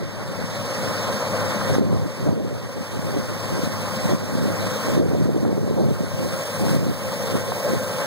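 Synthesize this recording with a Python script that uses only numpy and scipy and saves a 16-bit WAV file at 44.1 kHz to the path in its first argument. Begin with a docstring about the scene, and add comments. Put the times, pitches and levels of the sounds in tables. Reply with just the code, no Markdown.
"""A field on a gusty day, with a combine harvester some way off. Shaft and gear sines make the hum and whine,
resonant air noise the fan whoosh, shaped noise the threshing roar and the hiss of knife and chaff.
Turbulence noise and short wavelets buffet chiefly the right port of a small two-port camera microphone,
whose widening circuit subtracts each port, slightly delayed, from the other."""
import sys
import numpy as np
from scipy import signal
from scipy.fft import rfft, irfft
from scipy.io import wavfile
from scipy.ndimage import uniform_filter1d

SR = 44100
rng = np.random.default_rng(int(sys.argv[2]) if len(sys.argv) > 2 else 0)


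def wrap_up_sound(samples):
    """Save the sound to the file named by the first command line argument, as 16-bit audio."""
    columns = np.atleast_2d(samples).T
    # keep every value between -1 and 1, then stretch to whole-number steps
    tamed = np.clip(columns, -1, 1)
    steps = np.round(tamed * 32767).astype(np.int16)
    wavfile.write(sys.argv[1], SR, steps)


N = 355446

# Fan level within the machine. Each row: time in seconds, relative level in dB.
FAN_LEVEL = [(0, -0.5), (1.2, 0), (2.6, 2), (3.4, -2), (4.6, 0), (5.3, 0.5), (6.4, 3), (6.9, -2), (7.4, 3),
             (8.06, 1.5)]


def gain_of(db):
    """Decibels to amplitude gain."""
    return 10 ** (np.asarray(db) / 20)


def evened(x):
    """Scales to rms 1."""
    return x / np.sqrt(np.mean(x ** 2) + 1e-20)


def read(hz, f, value):
    """Interpolates a spectrum along log frequency."""
    return np.interp(np.log(hz + 1), np.log(f + 1), value)


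def curve(rows):
    """Joins (seconds, value) rows by straight lines, sample by sample."""
    return np.interp(np.arange(N) / SR, *np.transpose(rows))


def drift(top_hz):
    """Slow random wander of rms 1: noise rolled off around top_hz."""
    z = rfft(rng.standard_normal(N))
    rolloff = 1 + (np.fft.rfftfreq(N, 1 / SR) / top_hz) ** 2
    return evened(irfft(z / rolloff, N))


def noise(points, patchy_db, tilt_db=0, tilt_hz=(250, 1000), count=1):
    """Random short-time spectra with drifting patches; tilt_db per octave within tilt_hz may vary in time."""
    frame = 512
    hop = frame // 4
    frames, hz = 4 * N // frame + 5, np.fft.rfftfreq(frame, 1 / SR)
    patches = rng.standard_normal((frames, len(hz))).T
    patches = uniform_filter1d(patches, size=7, axis=0)  # across frequency
    patches = evened(uniform_filter1d(patches, size=16, axis=1))  # across time
    tilt_db = np.resize((tilt_db * np.ones(N))[::hop], frames)
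    octaves = np.log2(np.clip(hz, *tilt_hz) / tilt_hz[0])
    db = read(hz, *np.transpose(points))[:, None] + patchy_db * patches
    db = db + octaves[:, None] * tilt_db
    z = rng.standard_normal((count, len(hz), frames, 2)) @ [1, 1j]
    sound = signal.istft(z * gain_of(db), nperseg=frame, noverlap=frame - hop)[1]
    return evened(sound[:, :N])


def engine():
    """Firing hum, a shaft hum just above that beats with it, and gear tones, wavering in time and strength."""
    # Each row: pitch in Hz, relative level in dB.
    hums = [(103.05, -26.5), (105.53, -31), (206.1, -41), (211.1, -39.5), (306.8, -44.5), (618, -55.5),
            (707.2, -51.5), (771.8, -52), (824, -51), (880, -53), (952.2, -58)]
    # Hum level within the machine. Each row: time in seconds, relative level in dB.
    hum_level = [(0, 0), (0.8, 0), (1.6, 4), (2.4, -0.5), (3.6, 1), (4.8, 2), (5.4, 0), (6.2, 3), (7, -1.5),
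                 (8.06, -2)]
    in_step_s, wobble_s = 3.38, 0.00012  # moment when the hums add up; rms timing wander
    t = np.arange(N) / SR - in_step_s
    tones = 0
    for hz, db in hums:
        strength = gain_of(db + 1.1 * drift(2.7))
        tones = tones + strength * np.sin(2 * np.pi * hz * (t + wobble_s * drift(2.1)))
    return tones * gain_of(curve(hum_level))


def fan():
    """Air noise through one broad and several narrow resonances, swelling briefly at times."""
    # Each row: centre in Hz, width in Hz, relative level in dB.
    resonances = [(542, 174, -33.5), (1061, 47, -48.5), (861, 3.2, -52), (852, 3.3, -55),
                  (1568, 4.7, -57.5), (2220, 7, -61)]
    # Each row: centre of the swell in seconds, boost in dB.
    swells = [(0.84, 2.5), (1.02, 3.5), (1.09, 7), (1.23, 4), (1.35, 9), (1.44, 6), (1.58, 1.5), (1.7, 4),
              (4.05, 1), (6.26, 1), (7.13, 2.5), (7.35, 0), (7.68, 6.5), (8.01, 5.5)]
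    swell_s = 0.022  # to 1/e of the dB boost
    f, t = np.fft.rfftfreq(N, 1 / SR), np.arange(N) / SR
    power = 0
    for hz, width_hz, db in resonances:
        response = evened(1 / (1 + (2 * (f - hz) / width_hz) ** 2))
        power = power + (gain_of(db) * response) ** 2
    air = irfft(rfft(rng.standard_normal((2, N))) * np.sqrt(power), N)
    swell_db = sum(db * np.exp(-((t - s) / swell_s) ** 2) for s, db in swells)
    return air * gain_of(curve(FAN_LEVEL) + swell_db + 0.86 * drift(27))


def whine():
    """Fan blade tone and overtones on one unsteady shaft speed, fluttering in strength."""
    # Each row: multiple of the blade pitch, relative rms level in dB.
    overtones = [(1, -40), (2, -51), (3, -52)]
    blade_hz, waver, flutter_db = 529, 0.011, 3  # waver: rms fraction of the pitch
    turns = np.cumsum(blade_hz * (1 + waver * drift(7))) / SR  # cycles of the blade tone
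    tones = 0
    for k, db in overtones:
        tones = tones + gain_of(db + flutter_db * drift(12)) * np.sin(2 * np.pi * k * turns)
    return np.sqrt(2) * tones * gain_of(curve(FAN_LEVEL))


def threshing():
    """Broad roar of drum, sieves and straw: patchy shaped noise."""
    # Spectral shape at the left port. Each row: frequency in Hz, relative density in dB.
    roar_shape = [(25, -1), (50, 20), (90, -1.5), (140, 13), (210, -10.5), (340, -14.5), (700, -15.5),
                  (1100, -14.5), (1700, -19), (2200, -17), (2600, -60), (4000, -65), (8000, -54)]
    level_db = -26 + 0.44 * drift(41)
    return gain_of(level_db) * noise(roar_shape, patchy_db=1.5, count=2)


def knife():
    """Knife and chaff hiss, throbbing with each cutter bar stroke and flickering with the crop."""
    # Spectral shape at the left port, before tilt. Each row: frequency in Hz, relative density in dB.
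    hiss_shape = [(1500, -30), (2300, -5), (2750, -5), (3400, 0), (4600, -2), (5600, -1), (6400, -6),
                  (7050, -11), (7800, -5), (9200, -6), (11000, -13), (13000, -16), (15000, -13),
                  (16500, -16)]
    stroke_hz = 21.16
    t = np.arange(N) / SR
    throb_db = 0.64 * np.cos(2 * np.pi * stroke_hz * t + 1.14)
    level_db = -36.5 + throb_db + 0.24 * drift(32)
    tilt_db = -2.5 + 0.56 * t  # per octave; brightens as the machine creeps nearer and turns
    hiss = noise(hiss_shape, patchy_db=1.28, tilt_db=tilt_db, tilt_hz=(5000, 14000), count=2)
    return gain_of(level_db) * hiss


def at_ports(pair, tone):
    """The right port hears a later, partly unlike version of the left, its level changed by frequency."""
    # Each row: frequency in Hz, likeness to left from 0 to 1, level against left in dB, lag in radians.
    ports = [(60, 0.96, 0, 0.14), (287, 0.99, -3, 0.24), (570, 0.97, 0.5, 0.024), (770, 0.98, -3.5, 0.81),
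             (1050, 1, -3.5, 0.72), (1917, 0.7, 2, 2.22), (2220, 0.76, -6.5, 3.75), (2318, 0.83, 4, 1.76),
             (2814, 1, -6, 3.54), (3660, 0.86, -18, 5.16), (5210, 0.92, -8, 8.9), (6930, 0.68, -2.5, 14.15),
             (7800, 0, -4.5, 1.9), (11300, 0.56, -1, 2.47), (13800, 0, 3, 0.47)]
    hz = np.fft.rfftfreq(N, 1 / SR)
    f, like, level_db, lag_rad = np.transpose(ports)
    like = np.clip(read(hz, f, like), 0, 1)
    left, other = rfft(pair[0] + tone), rfft(pair[1])
    late = np.exp(-1j * read(hz, f, lag_rad))
    right = like * late * left + np.sqrt(1 - like ** 2) * other
    right = right * gain_of(read(hz, f, level_db))
    return np.array([pair[0] + tone, irfft(right, N)])


def machine_db():
    """Machine level: drops fall quickly and climb back at one rate; the deepest holds sway."""
    # Drops at the strongest gusts. Each row: time in seconds, level after the drop in dB, before smoothing.
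    drops = [(0.0, -8), (1.785, -9), (2.0, -8), (2.31, -12), (3.17, -5), (3.68, -2.5), (4.14, -4.5),
             (4.98, -8.5), (5.25, -9.5), (5.46, -10.5), (5.75, -9.5), (6.76, -5), (7.4, -2), (7.76, -2)]
    climb_db_per_s, full_db, smooth_s = 10.5, 1.0, 0.07
    t, out = np.arange(N) / SR, np.full(N, full_db)
    for s, db in drops:
        out = np.minimum(out, np.where(t < s, full_db, db + climb_db_per_s * (t - s)))
    return uniform_filter1d(out, size=round(smooth_s * SR))


def wind_db():
    """Gusts rise, hold and fall away over a wandering lull; the strongest wins."""
    # Each row: plateau start in seconds, plateau length in seconds, relative level in dB.
    gusts = [(0.02, 0.011, -23.5), (0.197, 0.12, -28.5), (0.39, 0.028, -29), (0.78, 0.13, -29),
             (0.93, .05, -34), (1.077, .05, -31), (1.388, 0.088, -29), (1.7, 0.21, -19.5),
             (1.912, 0.044, -15), (2.008, 0.048, -20), (2.22, .02, -21), (2.28, 0.044, -15.5),
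             (2.348, 0.12, -22), (2.515, 0.041, -24.5), (2.625, 0.043, -29), (2.77, .01, -26.5),
             (2.8, 0.01, -29), (2.928, 0.057, -24), (3.04, 0.083, -24), (3.137, 0.057, -20),
             (3.218, .03, -30), (3.28, 0.07, -27), (3.525, 0.033, -20.5), (3.63, 0.078, -27),
             (3.775, 0.026, -28), (4.046, 0.018, -21), (4.1, 0.027, -17), (4.213, 0.01, -22),
             (4.288, .01, -27), (4.35, 0.17, -21.5), (4.597, 0.061, -24), (4.884, 0.057, -20),
             (4.968, 0.052, -14.5), (5.03, 0.28, -17), (5.342, 0.22, -18), (5.586, 0.16, -19.5),
             (5.778, 0.14, -16), (5.99, 0.063, -21), (6.14, 0.016, -28), (6.19, 0.073, -21.5),
             (6.312, 0.025, -26.5), (6.62, 0.14, -18), (6.8, 0.11, -20), (7.02, 0.069, -28.5),
             (7.256, .07, -32.5), (7.348, 0.023, -20), (7.436, .01, -37), (7.492, 0.024, -26),
             (7.704, 0.049, -21)]
    rise_db_per_s, fall_db_per_s = 256, 258
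    t, out = np.arange(N) / SR, -33.5 + 2.5 * drift(2.1)
    for s, length_s, db in gusts:
        rise_db = rise_db_per_s * np.maximum(s - t, 0)
        fall_db = fall_db_per_s * np.maximum(t - s - length_s, 0)
        out = np.maximum(out, db - rise_db - fall_db)
    return out


def wind():
    """Lumpy low turbulence that brightens as it strengthens, with hard buffets replacing it briefly."""
    # Spectral shape of gentle wind, before tilt. Each row: frequency in Hz, relative density in dB.
    eddy_shape = [(18, -40), (40, -4), (96, 2), (150, -1), (335, -10.5), (474, -12), (800, -33),
                  (1300, -42), (3000, -103)]
    # Each row: centre in seconds, relative wavelet level in dB, pitch in Hz.
    buffets = [(0.441, -14.0, 171.0), (1.726, -10.0, 123.0), (1.764, -8.0, 210.0), (1.784, -2.0, 340.0),
               (1.796, -8.0, 290.0), (1.812, -8.0, 225.0), (1.82, -12.0, 420.0), (1.872, -10.0, 187.0),
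               (1.929, -6.0, 400.0), (1.947, -8.0, 230.0), (1.972, -15.0, 450.0), (2.061, -11.0, 225.0),
               (2.292, -4.0, 179.0), (2.329, -8.0, 216.0), (2.378, -12.0, 361.0), (2.45, -13.0, 300.0),
               (2.809, -14.0, 178.0), (3.165, -10.0, 300.0), (3.172, -8.0, 330.0), (3.188, -11.0, 162.0),
               (3.593, -11.0, 286.0), (3.636, -9.0, 210.0), (3.674, -11.0, 208.0), (4.056, -6.0, 156.0),
               (4.135, -6.0, 232.0), (4.148, -7.0, 165.0), (4.354, -8.0, 214.0), (4.386, -10.0, 195.0),
               (4.41, -11.0, 158.0), (4.459, -8.0, 197.0), (4.481, -11.0, 259.0), (4.504, -10.0, 311.0),
               (4.67, -12.0, 204.0), (4.934, -9.0, 161.0), (5.0, -3.0, 286.0), (5.065, -10.0, 237.0),
               (5.1, -9.0, 176.0), (5.134, -7.0, 220.0), (5.147, -8.0, 300.0), (5.186, -8.0, 171.0),
               (5.2, -7.0, 154.0), (5.211, -7.0, 272.0), (5.224, -8.0, 168.0), (5.258, -6.0, 242.0),
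               (5.292, -7.0, 368.0), (5.348, -11.0, 356.0), (5.364, -6.0, 311.0), (5.431, -7.0, 242.0),
               (5.452, -9.0, 620.0), (5.466, -7.0, 232.0), (5.481, -9.0, 251.0), (5.493, -8.0, 266.0),
               (5.529, -8.0, 350.0), (5.642, -10.0, 225.0), (5.678, -11.0, 420.0), (5.711, -6.0, 350.0),
               (5.768, -8.0, 214.0), (5.787, -11.0, 520.0), (5.815, -6.0, 179.0), (5.861, -7.0, 168.0),
               (5.886, -7.0, 216.0), (5.914, -8.0, 223.0), (6.008, -8.0, 248.0), (6.144, -13.0, 130.0),
               (6.653, -11.0, 218.0), (6.672, -10.0, 230.0), (6.709, -10.0, 147.0), (6.747, -6.0, 220.0),
               (6.789, -9.0, 147.0), (6.83, -10.0, 225.0), (6.868, -9.0, 259.0), (6.885, -11.0, 216.0),
               (6.898, -10.0, 214.0), (7.354, -5.0, 235.0), (7.521, -7.0, 820.0), (7.736, -7.0, 302.0),
               (7.769, -11.0, 154.0)]
    lag_rad, half = 0.9, 900  # wobble behind push; half window in samples
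    level_db = wind_db()
    eddies = noise(eddy_shape, patchy_db=2.5, tilt_db=0.23 * (level_db + 28.0))[0]
    local_power = uniform_filter1d(eddies ** 2, size=1100)
    eddies = eddies / np.sqrt(abs(local_power) + 0.011)  # evens strength between lumps
    out = gain_of(level_db + 1.6 * drift(37)) * eddies
    signs = rng.choice([-1., 1.], len(buffets))
    for (s, db, hz), sign in zip(buffets, signs):
        u = np.arange(-half, half) / SR * hz  # cycles
        at = round(s * SR) - half
        part = slice(at, at + len(u))
        lump = np.exp((0.1 - np.hypot(u, 0.1)) / 0.34)  # sharp push, short wobble either side
        push = sign * gain_of(db) * lump * np.cos(2 * np.pi * u - lag_rad)
        out[part] = out[part] * (1 - lump) + push
    return out


def scene():
    """Left and right ports; the moving air makes the whole machine flicker a little."""
    # Each row: time in seconds, relative roar level in dB, relative hiss level in dB.
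    crop = [(0, 1, -1), (0.8, 0, 1), (1.6, 1.5, 0), (2.6, 0.5, 0.5), (3.4, -0.5, 0.5), (4.4, -0.5, -0.5),
            (5.6, 0, 0), (6.4, 0, 2), (7, -0.5, -0.5), (7.5, -1.5, -0.5), (8.06, -0.5, -0.5)]
    roar_gain = gain_of(curve(np.take(crop, [0, 1], axis=1)))
    hiss_gain = gain_of(curve(np.take(crop, [0, 2], axis=1)))
    tone = engine() + whine()
    pair = fan() + roar_gain * threshing() + hiss_gain * knife()
    machine = at_ports(pair, tone) * gain_of(machine_db() + 0.5 * drift(25))
    return machine + wind() * gain_of([[-26], [0]])  # wind chiefly on the right


def record(dry):
    """Low cut, slight lopsided overload, widening by delayed cross-subtraction, then the band limit."""
    low_cut_hz, edge_hz, lag_samples = 102, 15710, 16
    cut = signal.sosfilt(signal.butter(3, low_cut_hz, "high", fs=SR, output="sos"), dry)
    bent = 1.201 * np.tanh(cut / 1.199 + 0.075)
    bent = bent - bent.mean(axis=1, keepdims=True)
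    late = np.pad(bent, ((0, 0), (lag_samples, 0)))[:, :N]
    wide = bent - late[::-1]  # each port minus the other, delayed
    band = signal.firwin(1023, edge_hz, window=("kaiser", 10), fs=SR)
    return signal.oaconvolve(wide, band[None], "same")


dry = scene()
out = record(dry)
wrap_up_sound(out)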